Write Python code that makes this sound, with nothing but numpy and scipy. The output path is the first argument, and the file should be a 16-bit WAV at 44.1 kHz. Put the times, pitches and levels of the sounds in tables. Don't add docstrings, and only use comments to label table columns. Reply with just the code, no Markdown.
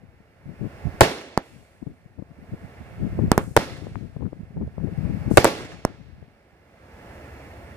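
import sys
import numpy as np
from scipy import signal
from scipy.fft import rfft, irfft, next_fast_len
from scipy.io import wavfile
from scipy.ndimage import uniform_filter1d

SR = 44100
rng = np.random.default_rng(int(sys.argv[2]) if len(sys.argv) > 2 else 0)


def store_wav(level_fs):
    pcm = np.round(np.clip(np.atleast_2d(level_fs), -1, 1) * 32767)
    wavfile.write(sys.argv[1], SR, pcm.T.astype(np.int16))


def ratio(d):
    e = np.asarray(d, float) / 20
    return 10 ** e


N = 342216
TIME = np.arange(N) / SR
BANDS_HZ = 30 * 2 ** np.arange(0, 9.2, 1 / 3)

# (time [s], blast [dB], boom and close reflections [dB], ground echo [dB], tail [dB])
BURSTS = [
    (1.0083, 14, 1, 2, -7.5),
    (3.5655, 15.5, 1, 4, -12),
    (5.3725, 15, -0.5, 2.5, -11),
    (5.4449, 15.5, -6, 1.5, -8.5),
]
LIFTS = [
    (1.3758, 15, -5, -8.5, -17.5),
    (3.3167, 7, -2, -9.5, -19.5),
    (3.3783, 9.4, -0.5, -14.5, -14.5),
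    (5.8504, 12.9, -1.5, -14, -19),
]
# (ring [Hz], ring
# [dB], crack [dB])
BURST_VOICES = [(8200, 3.5, -8), (8300, -1, -14), (8300, 1.5, -7.5), (8264, -1.5, -7.5)]
TUBE_VOICES = [(4400, -17, -25), (4700, -20, -14), (5480, -20, -15.5), (5400, -14, -15.5)]
# (time [s], level [dB])
CLIMBS = [(1.414, -54.5), (3.325, -59), (3.385, -50.5), (5.3, -52), (3.7, -58)]
# (frequency [Hz], density [dB per Hz])
CLIMB_SPECTRUM = [(200, -60), (2500, -7), (4500, 0), (9000, 0.5), (13000, -4), (15500, -9)]

# (frequency [Hz], density [dB per Hz])
BURST_SCATTER = [(24, -48), (40, -16), (204, 1), (500, -0.5), (1150, -13.5), (2300, -15), (3300, -21.5),
                 (4700, -21.5), (8550, -32), (14500, -30.5), (16000, -54)]
LIFT_SCATTER = [(60, -20), (300, 6), (700, -2.5), (1500, -10.5), (3000, -25), (6000, -38.5), (14000, -39)]
# (frequency [Hz], near t60 [s], far t60 [s], far share [dB])
SCATTER_DECAY = [(60, 0.38, 0.52, -28.5), (270, 0.17, 0.87, -8.5), (1000, 0.49, 1.2, -11.5),
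                 (2280, .6, 1.6, -10), (3880, 0.74, 1.6, -14), (8000, 0.21, 0.88, -10),
                 (13600, 0.061, 0.29, -1)]
# (frequency [Hz], level against the scatter [dB])
FRONTS_SPECTRUM = [(150, -10), (600, -3), (2200, 4), (5000, -7)]
FRONTS_LATE_S, FRONTS_T60_S = 0.021, 0.2
# (delay [s], level against the house fronts [dB])
FAR_WALLS = [(.07, -12.5), (.105, -13), (0.129, -13), (0.161, -15.5), (.2, -13.5), (0.271, -20)]
FAR_WALL_T60_S = 0.087

# (time [s], level [dB], length [ms])
EDDIES_LEFT = [(.207, -30.5, 22), (.496, -18.5, 43), (.619, -18, 27), (.648, -19, 37), (1.566, -28.5, 170),
               (1.905, -23, 31), (2.062, -23.5, 5.4), (2.316, -30, 12.2), (2.43, -29.5, 26),
               (2.538, -23, 15), (3.04, -19, 52), (3.234, -15.5, 33), (3.282, -19, 2.8), (3.517, -21.5, 22),
               (3.843, -16, 51), (3.971, -11, 27), (4.012, -18, 11), (4.041, -22, 53), (4.262, -5, 29),
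               (4.812, -16.5, 49), (4.845, -13, 26), (4.987, -13.5, 14), (5.054, -15.5, 50),
               (5.103, -18, 19), (5.146, -17, 40), (5.283, -19.5, 15), (5.341, -16, 7.7), (6.013, -22, 30),
               (6.134, -23, 23), (6.226, -20, 17)]
EDDIES_RIGHT = [(.46, -24, 5.7), (.652, -33, 13), (.872, -15, 39), (.947, -31, 5.4), (1.909, -27, 66),
                (2.391, -31, 17), (2.495, -33.5, 14), (2.536, -21.5, 10), (2.65, -29, 30), (2.813, -32, 19),
                (3.169, -35, 13), (3.272, -24, 58), (3.435, -19.5, 32), (3.875, -26, 28),
                (3.921, -16.5, 28), (3.957, -29, 29), (4.182, -27, 18), (4.408, -14, 13), (4.436, -17, 13),
                (4.565, -22, 28), (4.606, -12.5, 91), (4.678, -13, 29), (4.938, -29, 44), (5.268, -31, 80),
                (6.533, -35.5, 17), (.599, -41, 14), (6.2, -30, 40), (2.03, -41, 30)]
# (time [s], snap peak [dB], eddy [dB], length [ms])
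TORN_EDDIES = [(1.824, -43, -12.5, 11.7), (1.868, -42, -13, 14.3), (2.184, -45, -12.5, 21.8),
               (2.222, -41.5, -18, 7.3), (3.19, -22, -16, 18), (3.868, -29.5, -25, 45),
               (4.164, -35.5, -14, 12.3), (4.208, -36.5, -8, 49), (4.329, -32.5, -16, 5.2),
               (4.568, -34, -8.5, 22), (4.612, -36, -8.5, 30.4), (4.78, -29, -15.5, 8.3),
               (4.872, -35, -17, 23.6), (5.311, -20.5, -10, 13.2)]
# (time [s], left [dB], right [dB])
BREEZE = [(0, -33, -53), (.25, -51.5, -55), (1.499, -53, -53), (2.3, -43, -58), (2.8, -57.5, -55),
          (3.1, -33, -34), (3.8, -25.5, -40.5), (4.4, -35.5, -44), (5, -32.5, -44), (5.6, -30.5, -38),
          (6.2, -35.5, -47.5), (6.5, -63.5, -81.5), (7.76, -74, -58)]
# (time [s], peak [dB], centre [Hz], left minus right [dB])
TICKS = [(3.955, -28, 910, 28), (3.955, -34.5, 1800, 20), (4.254, -44, 1200, 22), (4.264, -43, 1200, 22),
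         (4.8, -42, 810, 22), (6.226, -45, 510, 18), (4.676, -36, 510, -34.5)]
KICKS_EARLY = [(0.436, -43, 143, 17), (0.462, -28.5, 159, 22.0), (0.536, -33, 223, 17),
               (0.611, -29, 143, 29.0), (0.612, -24, 169, 24.5), (0.853, -28, 143, -32.5),
               (0.852, -18, 143, -28), (0.94, -37, 148, -16)]
KICKS_SECOND = [(1.56, -44, 140, 8.5), (1.821, -25.5, 240, 25), (1.866, -23.5, 144, 28),
                (2.006, -49, 143, 8.0), (2.055, -46.5, 143, 18.5), (2.187, -48, 320, 24.5),
                (2.188, -36, 143, 29.0), (2.219, -32.5, 168, 25.0), (2.31, -42, 148, 11),
                (2.51, -37, 205, 16.0), (2.52, -22, 164, 11), (2.585, -44, 191, 1.5), (2.633, -32, 159, 3),
                (3.024, -25, 175, 19.5), (3.068, -20, 149, 17), (3.152, -32, 145, 3), (3.189, -15, 140, 21),
                (3.26, -32, 218, 10)]
KICKS_THIRD = [(3.821, -23.5, 266, 15), (3.955, -26.5, 175, 21), (4.037, -27, 156, 22.5),
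               (4.162, -19.5, 161, 21.5), (4.22, -23, 237, 28.0), (4.251, -38, 175, 29.5),
               (4.324, -26, 272, 23), (4.391, -29, 143, -6.0), (4.429, -32, 143, -16), (4.503, -32, 161, 7),
               (4.567, -26, 240, 1), (4.669, -24, 143, -2), (4.777, -39, 143, 24.0), (4.839, -14, 170, 26),
               (4.975, -20.5, 143, 20.5), (4.98, -18.5, 178, 28), (5.043, -17, 178, 26.0),
               (5.131, -20, 164, 25.5), (5.17, -17, 167, 22.0), (5.277, -18, 250, 19),
               (5.309, -14, 218, 34)]
KICKS_LATE = [(5.944, -41, 213, 7.0), (5.985, -39, 183, 17), (6.094, -50.5, 151, 9.7),
              (6.126, -41, 186, 16.0), (6.179, -37.5, 167, 15.5), (6.218, -41, 171, 18),
              (6.279, -40, 202, 11)]
KICK_DB = -8
SNAP_HZ, SNAP_PAN_DB, SNAP_LEAD = 445, 34, 0.4
SNAP_EDGE_HZ, SNAP_EDGE_DB = 840, -10
LEFT_EDDY_HZ, RIGHT_EDDY_HZ, TORN_EDDY_HZ = 140, 116, 157
HZ_PER_LENGTH, HZ_SCATTER = -0.03, 0.091
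FLUTTER_DB, TORN_FLUTTER_DB = -19, -10.5
SMALL_EDDIES, SMALL_OVER_BREEZE_DB, SMALL_SCATTER_DB, SMALL_MS = 70, 8, 3.5, 21

# (frequency [Hz], density [dB per Hz])
TOWN_SPECTRUM = [(20, -40.5), (35, -13.5), (75, 0.5), (150, -10), (200, -10), (430, -12), (540, -11.5),
                 (680, -10), (1040, -20.5), (2200, -17), (3300, -36), (4800, -36.5), (7000, -47),
                 (15500, -46)]
TOWN_DB = -43.5
# (time [s], level [dB])
TRAFFIC = [(0, -2.5), (.8, 0.5), (2.6, -4.5), (4.6, 0.5), (5.2, -1), (6.8, -0.5), (7.2, -1.5), (7.76, -3.5)]
# (frequency [Hz], common share [0-1])
LIKENESS = [(60, 1), (300, .9), (700, 0.8), (1100, 0.086), (2000, 0.99), (3200, 0.054), (8000, 0.2)]
# (frequency [Hz], level against the right port [dB])
LEFT_PORT = [(60, 0.5), (700, -3.5), (2400, -4.5), (4400, 0), (8200, 7), (15000, 1.5)]
PORT_LAG = 5
AIR_EDGE = signal.ellip(8, .2, 45, 15500, fs=SR, output="sos")

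OPEN_DB, DUCK_DB, RELEASE_S, RELEASE_BEND = 1.89, -14, 0.37, 2.2
BURST_ATTACK_S, BURST_HOLD_S = 0.052, 0.98
LIFT_ATTACK_S, LIFT_HOLD_S = 0.11, 0.72
EARLIER_BANG_S = -0.71


def scene():
    air = bursts() + lifts() + signal.sosfilt(AIR_EDGE, surroundings())
    hz = np.maximum(np.arange(N // 2 + 1) * SR / N, 1)
    air[0] = irfft(rfft(air[0]) * ratio(on_log(hz, LEFT_PORT)), N)
    return air + gusts() + snaps() / ratio(gain_db())


def bursts():
    return bangs(BURSTS, BURST_VOICES, echo_ms=8.6, front=(.33, .52, 3.4), boom=(105.5, -13.5, 4.0, 0.47),
                 ring_ms=0.087, right_db=(-24, -4), crack_ms=0.77, ground_hz=2600,
                 clatter=(1.5, 22, 450), width=2)


def lifts():
    return bangs(LIFTS, TUBE_VOICES, echo_ms=0.94, front=(.42, .62, 2.1), boom=(198, -1.5, 2.0, -0.47),
                 ring_ms=0.84, right_db=(-7, -4), crack_ms=0.76, ground_hz=2000,
                 clatter=(-17, 7.3, 400), width=11)


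def bangs(shots, voices, echo_ms, front, boom, ring_ms, right_db, crack_ms, ground_hz, clatter, width):
    out, age = np.zeros((2, N)), np.arange(400) / SR
    clatter_db, clatter_ms, clatter_hz = clatter
    boom_hz, boom_db, boom_ms, boom_turn = boom
    smear = np.ones(width) / width
    ground = signal.butter(1, ground_hz, fs=SR, output="sos")
    thin = signal.butter(2, clatter_hz, "highpass", fs=SR, output="sos")
    ragged = signal.butter(2, [3200, 12500], "bandpass", fs=SR, output="sos")
    for (s, db, body_db, echo_db, _), (ring_hz, ring_db, crack_db) in zip(shots, voices):
        ring = np.sin(2 * np.pi * ring_hz * age) * np.exp(-age / (ring_ms / 1000))
        for port in range(2):
            paths = np.zeros(1500)
            near = (40 + rng.random(24) * clatter_ms * SR / 1000).astype(int)
            fade = np.exp(-near / (0.22 * clatter_ms * SR / 1000))
            paths[near] = ratio(clatter_db + body_db) * rng.uniform(-1.9, 1, 24) * fade
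            paths = signal.sosfilt(thin, paths)
            paths[int(echo_ms * SR / 1000)] += ratio(echo_db)
            paths = signal.sosfilt(ground, paths)
            paths[0] += 1
            port_boom_db = boom_db + body_db - 3 * (1 - port)
            source = blast(*front, boom_hz, port_boom_db, boom_ms, boom_turn)
            wave = np.convolve(smear, np.convolve(paths, source))
            crack = signal.sosfilt(ragged, rng.standard_normal(400)) * np.exp(-age / (crack_ms / 1000))
            wave[:400] += ratio(ring_db + right_db[0] * port) * ring
            wave[:400] += ratio(crack_db + right_db[1] * port) * crack
            at = int(s * SR) + port * PORT_LAG // 2
            out[port, at:at + len(wave)] += ratio(db) * wave
    return out


def blast(phase_ms, bend, swings, boom_hz, boom_db, boom_ms, boom_turn):
    age = np.arange(1800) / SR
    u = age / (phase_ms / 1000)
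    shock = np.sin(np.pi * u ** bend) * np.exp(-u / swings)
    boom = np.sin(2 * np.pi * (boom_hz * age + boom_turn)) * np.exp(-age / (boom_ms / 1000))
    return shock + ratio(boom_db) * boom * (1 - np.exp(-u))


def surroundings():
    walls = walk(45)
    swell = 1.2 * walk(1.8) + np.interp(TIME, *np.transpose(TRAFFIC))
    fronts = wall_echoes()
    climbs = fading(CLIMBS, 1.8, 0.04)
    out = 0
    for hz, noise in diffuse_bands():
        patches = ratio(3 * walls + 3 * walk(25))
        power = scatter(hz, fronts) * patches
        power += climbs * share(hz, CLIMB_SPECTRUM)
        power += ratio(2 * (TOWN_DB + swell + walk(6))) * share(hz, TOWN_SPECTRUM)
        out = out + noise * np.sqrt(power)
    return out


def scatter(hz, fronts):
    near_t60, far_t60, far_db = (on_log(hz, SCATTER_DECAY, column=c) for c in (1, 2, 3))
    burst = fading(BURSTS, near_t60, 0.023) + ratio(2 * far_db) * fading(BURSTS, far_t60, 0.032)
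    burst += ratio(2 * on_log(hz, FRONTS_SPECTRUM)) * fronts
    lift = fading(LIFTS, 0.25 * near_t60, 0.0011)
    lift += ratio(2 * (far_db + 1.5)) * fading(LIFTS, 0.26 * far_t60, 0.0076)
    return burst * share(hz, BURST_SCATTER) + lift * share(hz, LIFT_SCATTER)


def wall_echoes():
    near = [(s + FRONTS_LATE_S, tail_db) for s, *_, tail_db in BURSTS]
    far = [(s + late_s, tail_db + db) for s, *_, tail_db in BURSTS for late_s, db in FAR_WALLS]
    return fading(near, FRONTS_T60_S, 0.0062) + fading(far, FAR_WALL_T60_S, 0.0025)


def fading(shots, t60, build_s):
    power, age = np.zeros(N + 2 * SR), TIME[:2 * SR]
    shape = (1 - np.exp(-age / build_s)) * np.exp(-2 * np.log(1000) * age / t60)
    for s, *_, tail_db in shots:
        at = int(s * SR)
        power[at:at + 2 * SR] += ratio(2 * tail_db) * shape
    return power[:N]


def diffuse_bands():
    size = next_fast_len(N)
    hz = np.maximum(np.arange(size // 2 + 1) * SR / size, 1)
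    common, own = rfft(rng.standard_normal((2, size)))
    like = np.clip(on_log(hz, LIKENESS), 0, 1)
    early = common * np.exp(2j * np.pi * hz * PORT_LAG / SR)
    left = like * early + np.sqrt(1 - like ** 2) * own
    for centre in BANDS_HZ:
        window = np.cos(np.pi / 2 * np.clip(3 * np.log2(hz / centre), -1, 1))
        yield centre, irfft(np.array([left, common]) * window, size)[:, :N]


def share(hz, spectrum):
    band_power = ratio(2 * on_log(BANDS_HZ, spectrum)) * BANDS_HZ
    total = np.sum(band_power) * np.log(2) / 3 / (SR / 2)
    return ratio(2 * on_log(hz, spectrum)) / total


def gusts():
    s, left_db, right_db = np.transpose(BREEZE)
    left_db, right_db = np.interp(TIME, s, left_db), np.interp(TIME, s, right_db)
    torn = [(s + SNAP_LEAD * ms / 1000, db, ms) for s, _, db, ms in TORN_EDDIES]
    left = shed(EDDIES_LEFT, LEFT_EDDY_HZ, FLUTTER_DB) + shed(torn, TORN_EDDY_HZ, TORN_FLUTTER_DB)
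    left += shed(small_eddies(left_db), LEFT_EDDY_HZ, FLUTTER_DB)
    right = shed(EDDIES_RIGHT, RIGHT_EDDY_HZ, FLUTTER_DB)
    right += shed(small_eddies(right_db), RIGHT_EDDY_HZ, FLUTTER_DB)
    return np.array([wind(left, left_db), wind(right, right_db)])


def wind(eddies, breeze_db):
    rumble = signal.butter(2, [55, 150], "bandpass", fs=SR, output="sos")
    out = unit(signal.sosfilt(rumble, rng.standard_normal(N))) * ratio(breeze_db + 2.5 * walk(20))
    flutter = signal.butter(3, [320, 850], "bandpass", fs=SR, output="sos")
    span = np.arange(-3000, 3000)
    age = span / SR
    for (s, db, ms, hz, flutter_db), noise in zip(eddies, rng.standard_normal((len(eddies), 6000))):
        band = signal.butter(2, [.45 * hz, 1.77 * hz], "bandpass", fs=SR, output="sos")
        smooth = signal.butter(2, 2.7 * hz, fs=SR, output="sos")
        wobble = signal.sosfilt(smooth, np.tanh(unit(signal.sosfilt(band, noise))))
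        swing = np.cos(2 * np.pi * hz * age) * np.exp(-(age * hz / 0.43) ** 2)
        puff = (.7 * unit(wobble) + 1.6 * swing) * np.exp(-(age / (0.65 * ms / 1000)) ** 2)
        centre_power = np.sum(np.hanning(900) * puff[2550:3450] ** 2)
        puff *= np.sqrt(np.sum(np.hanning(900)) / centre_power / 2)
        bright = unit(signal.sosfilt(flutter, noise)) * np.exp(-(age / (0.2 * ms / 1000)) ** 2)
        eddy = ratio(db) * (puff + ratio(flutter_db - 7.5) * bright)
        where = int(s * SR) + span
        inside = (where >= 0) & (where < N)
        out[where[inside]] += eddy[inside]
    return out


def shed(rows, hz, flutter_db):
    s, db, ms = np.transpose(rows)
    chance = rng.standard_normal((len(s), 2)).T
    swing_hz = hz * (ms / 20) ** HZ_PER_LENGTH * np.exp(HZ_SCATTER * chance[0])
    return list(zip(s, db, ms, swing_hz, flutter_db + 1.7 * chance[1]))


def small_eddies(breeze_db):
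    chance = rng.standard_normal((SMALL_EDDIES, 3)).T
    place = (np.arange(SMALL_EDDIES) + .5 + .3 * chance[0]) / SMALL_EDDIES
    at = np.clip(place * N, 0, N - 1).astype(int)
    db = breeze_db[at] + SMALL_OVER_BREEZE_DB + SMALL_SCATTER_DB * chance[1]
    return np.transpose([TIME[at], db, SMALL_MS * np.exp(0.37 * chance[2])])


def snaps():
    out, age = np.zeros((2, N)), np.arange(-450, 450) / SR
    clicks = [(s, db, SNAP_HZ, SNAP_PAN_DB) for s, db, *_ in TORN_EDDIES]
    clicks += [(s, db + SNAP_EDGE_DB, SNAP_EDGE_HZ, SNAP_PAN_DB) for s, db, *_ in TORN_EDDIES]
    kicks = KICKS_EARLY + KICKS_SECOND + KICKS_THIRD + KICKS_LATE
    clicks += TICKS + [(s + .4 / hz, db + KICK_DB, hz, pan_db) for s, db, hz, pan_db in kicks]
    for s, db, hz, pan_db in clicks:
        click = np.sin(2 * np.pi * hz * age) * np.exp(-np.abs(age * hz / 0.59) ** 1.6)
        lean = ratio(np.minimum([pan_db, -pan_db], 0))
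        at = int(s * SR) - 380
        out[:, at:at + 900] += ratio(db + 8) * np.outer(lean, click)
    return out


def on_log(hz, table, column=1):
    rows = np.array(table)
    return np.interp(np.log(hz), np.log(rows[:, 0]), rows[:, column])


def unit(x):
    return x / np.sqrt(np.mean(x ** 2))


def walk(rate_hz):
    k = int(SR / rate_hz)
    steps = np.repeat(rng.standard_normal(N // k + 1), k)
    return 0.75 * uniform_filter1d(uniform_filter1d(steps, k), k)[:N]


def gain_db():
    clock = TIME[::32]
    duck = np.zeros(len(clock))
    ducks = [(s, BURST_ATTACK_S, BURST_HOLD_S) for s in [row[0] for row in BURSTS] + [EARLIER_BANG_S]]
    ducks += [(row[0], LIFT_ATTACK_S, LIFT_HOLD_S) for row in LIFTS]
    for s, attack_s, hold_s in ducks:
        age = np.maximum(clock - s, 0)
        back = np.exp(-(np.maximum(age - hold_s, 0) / RELEASE_S) ** RELEASE_BEND)
        duck = np.maximum(duck, (1 - np.exp(-age / attack_s)) * back)
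    return OPEN_DB + DUCK_DB * np.interp(TIME, clock, duck)


def roll_off(x):
    return signal.sosfilt(signal.butter(12, 16510, fs=SR, output="sos"), x)


def record(dry):
    hiss = signal.sosfilt(AIR_EDGE, rng.standard_normal(dry.shape))
    hiss_band = signal.butter(2, [2600, 5800], "bandpass", fs=SR, output="sos")
    hiss = ratio(-87.0) * hiss
    hiss = hiss + ratio(-76.5) * signal.sosfilt(hiss_band, hiss / ratio(-87.0) * ratio(-87.0) ** 0)
    x = np.clip(dry * ratio(gain_db()) + hiss, -.92, .92)
    x = signal.sosfilt(signal.butter(1, 25, "highpass", fs=SR, output="sos"), x)
    x = signal.sosfilt(signal.cheby2(12, 40, 16800, fs=SR, output="sos"), x)
    return roll_off(np.clip(x, -1, 1))


dry = scene()
out = record(dry)
store_wav(out)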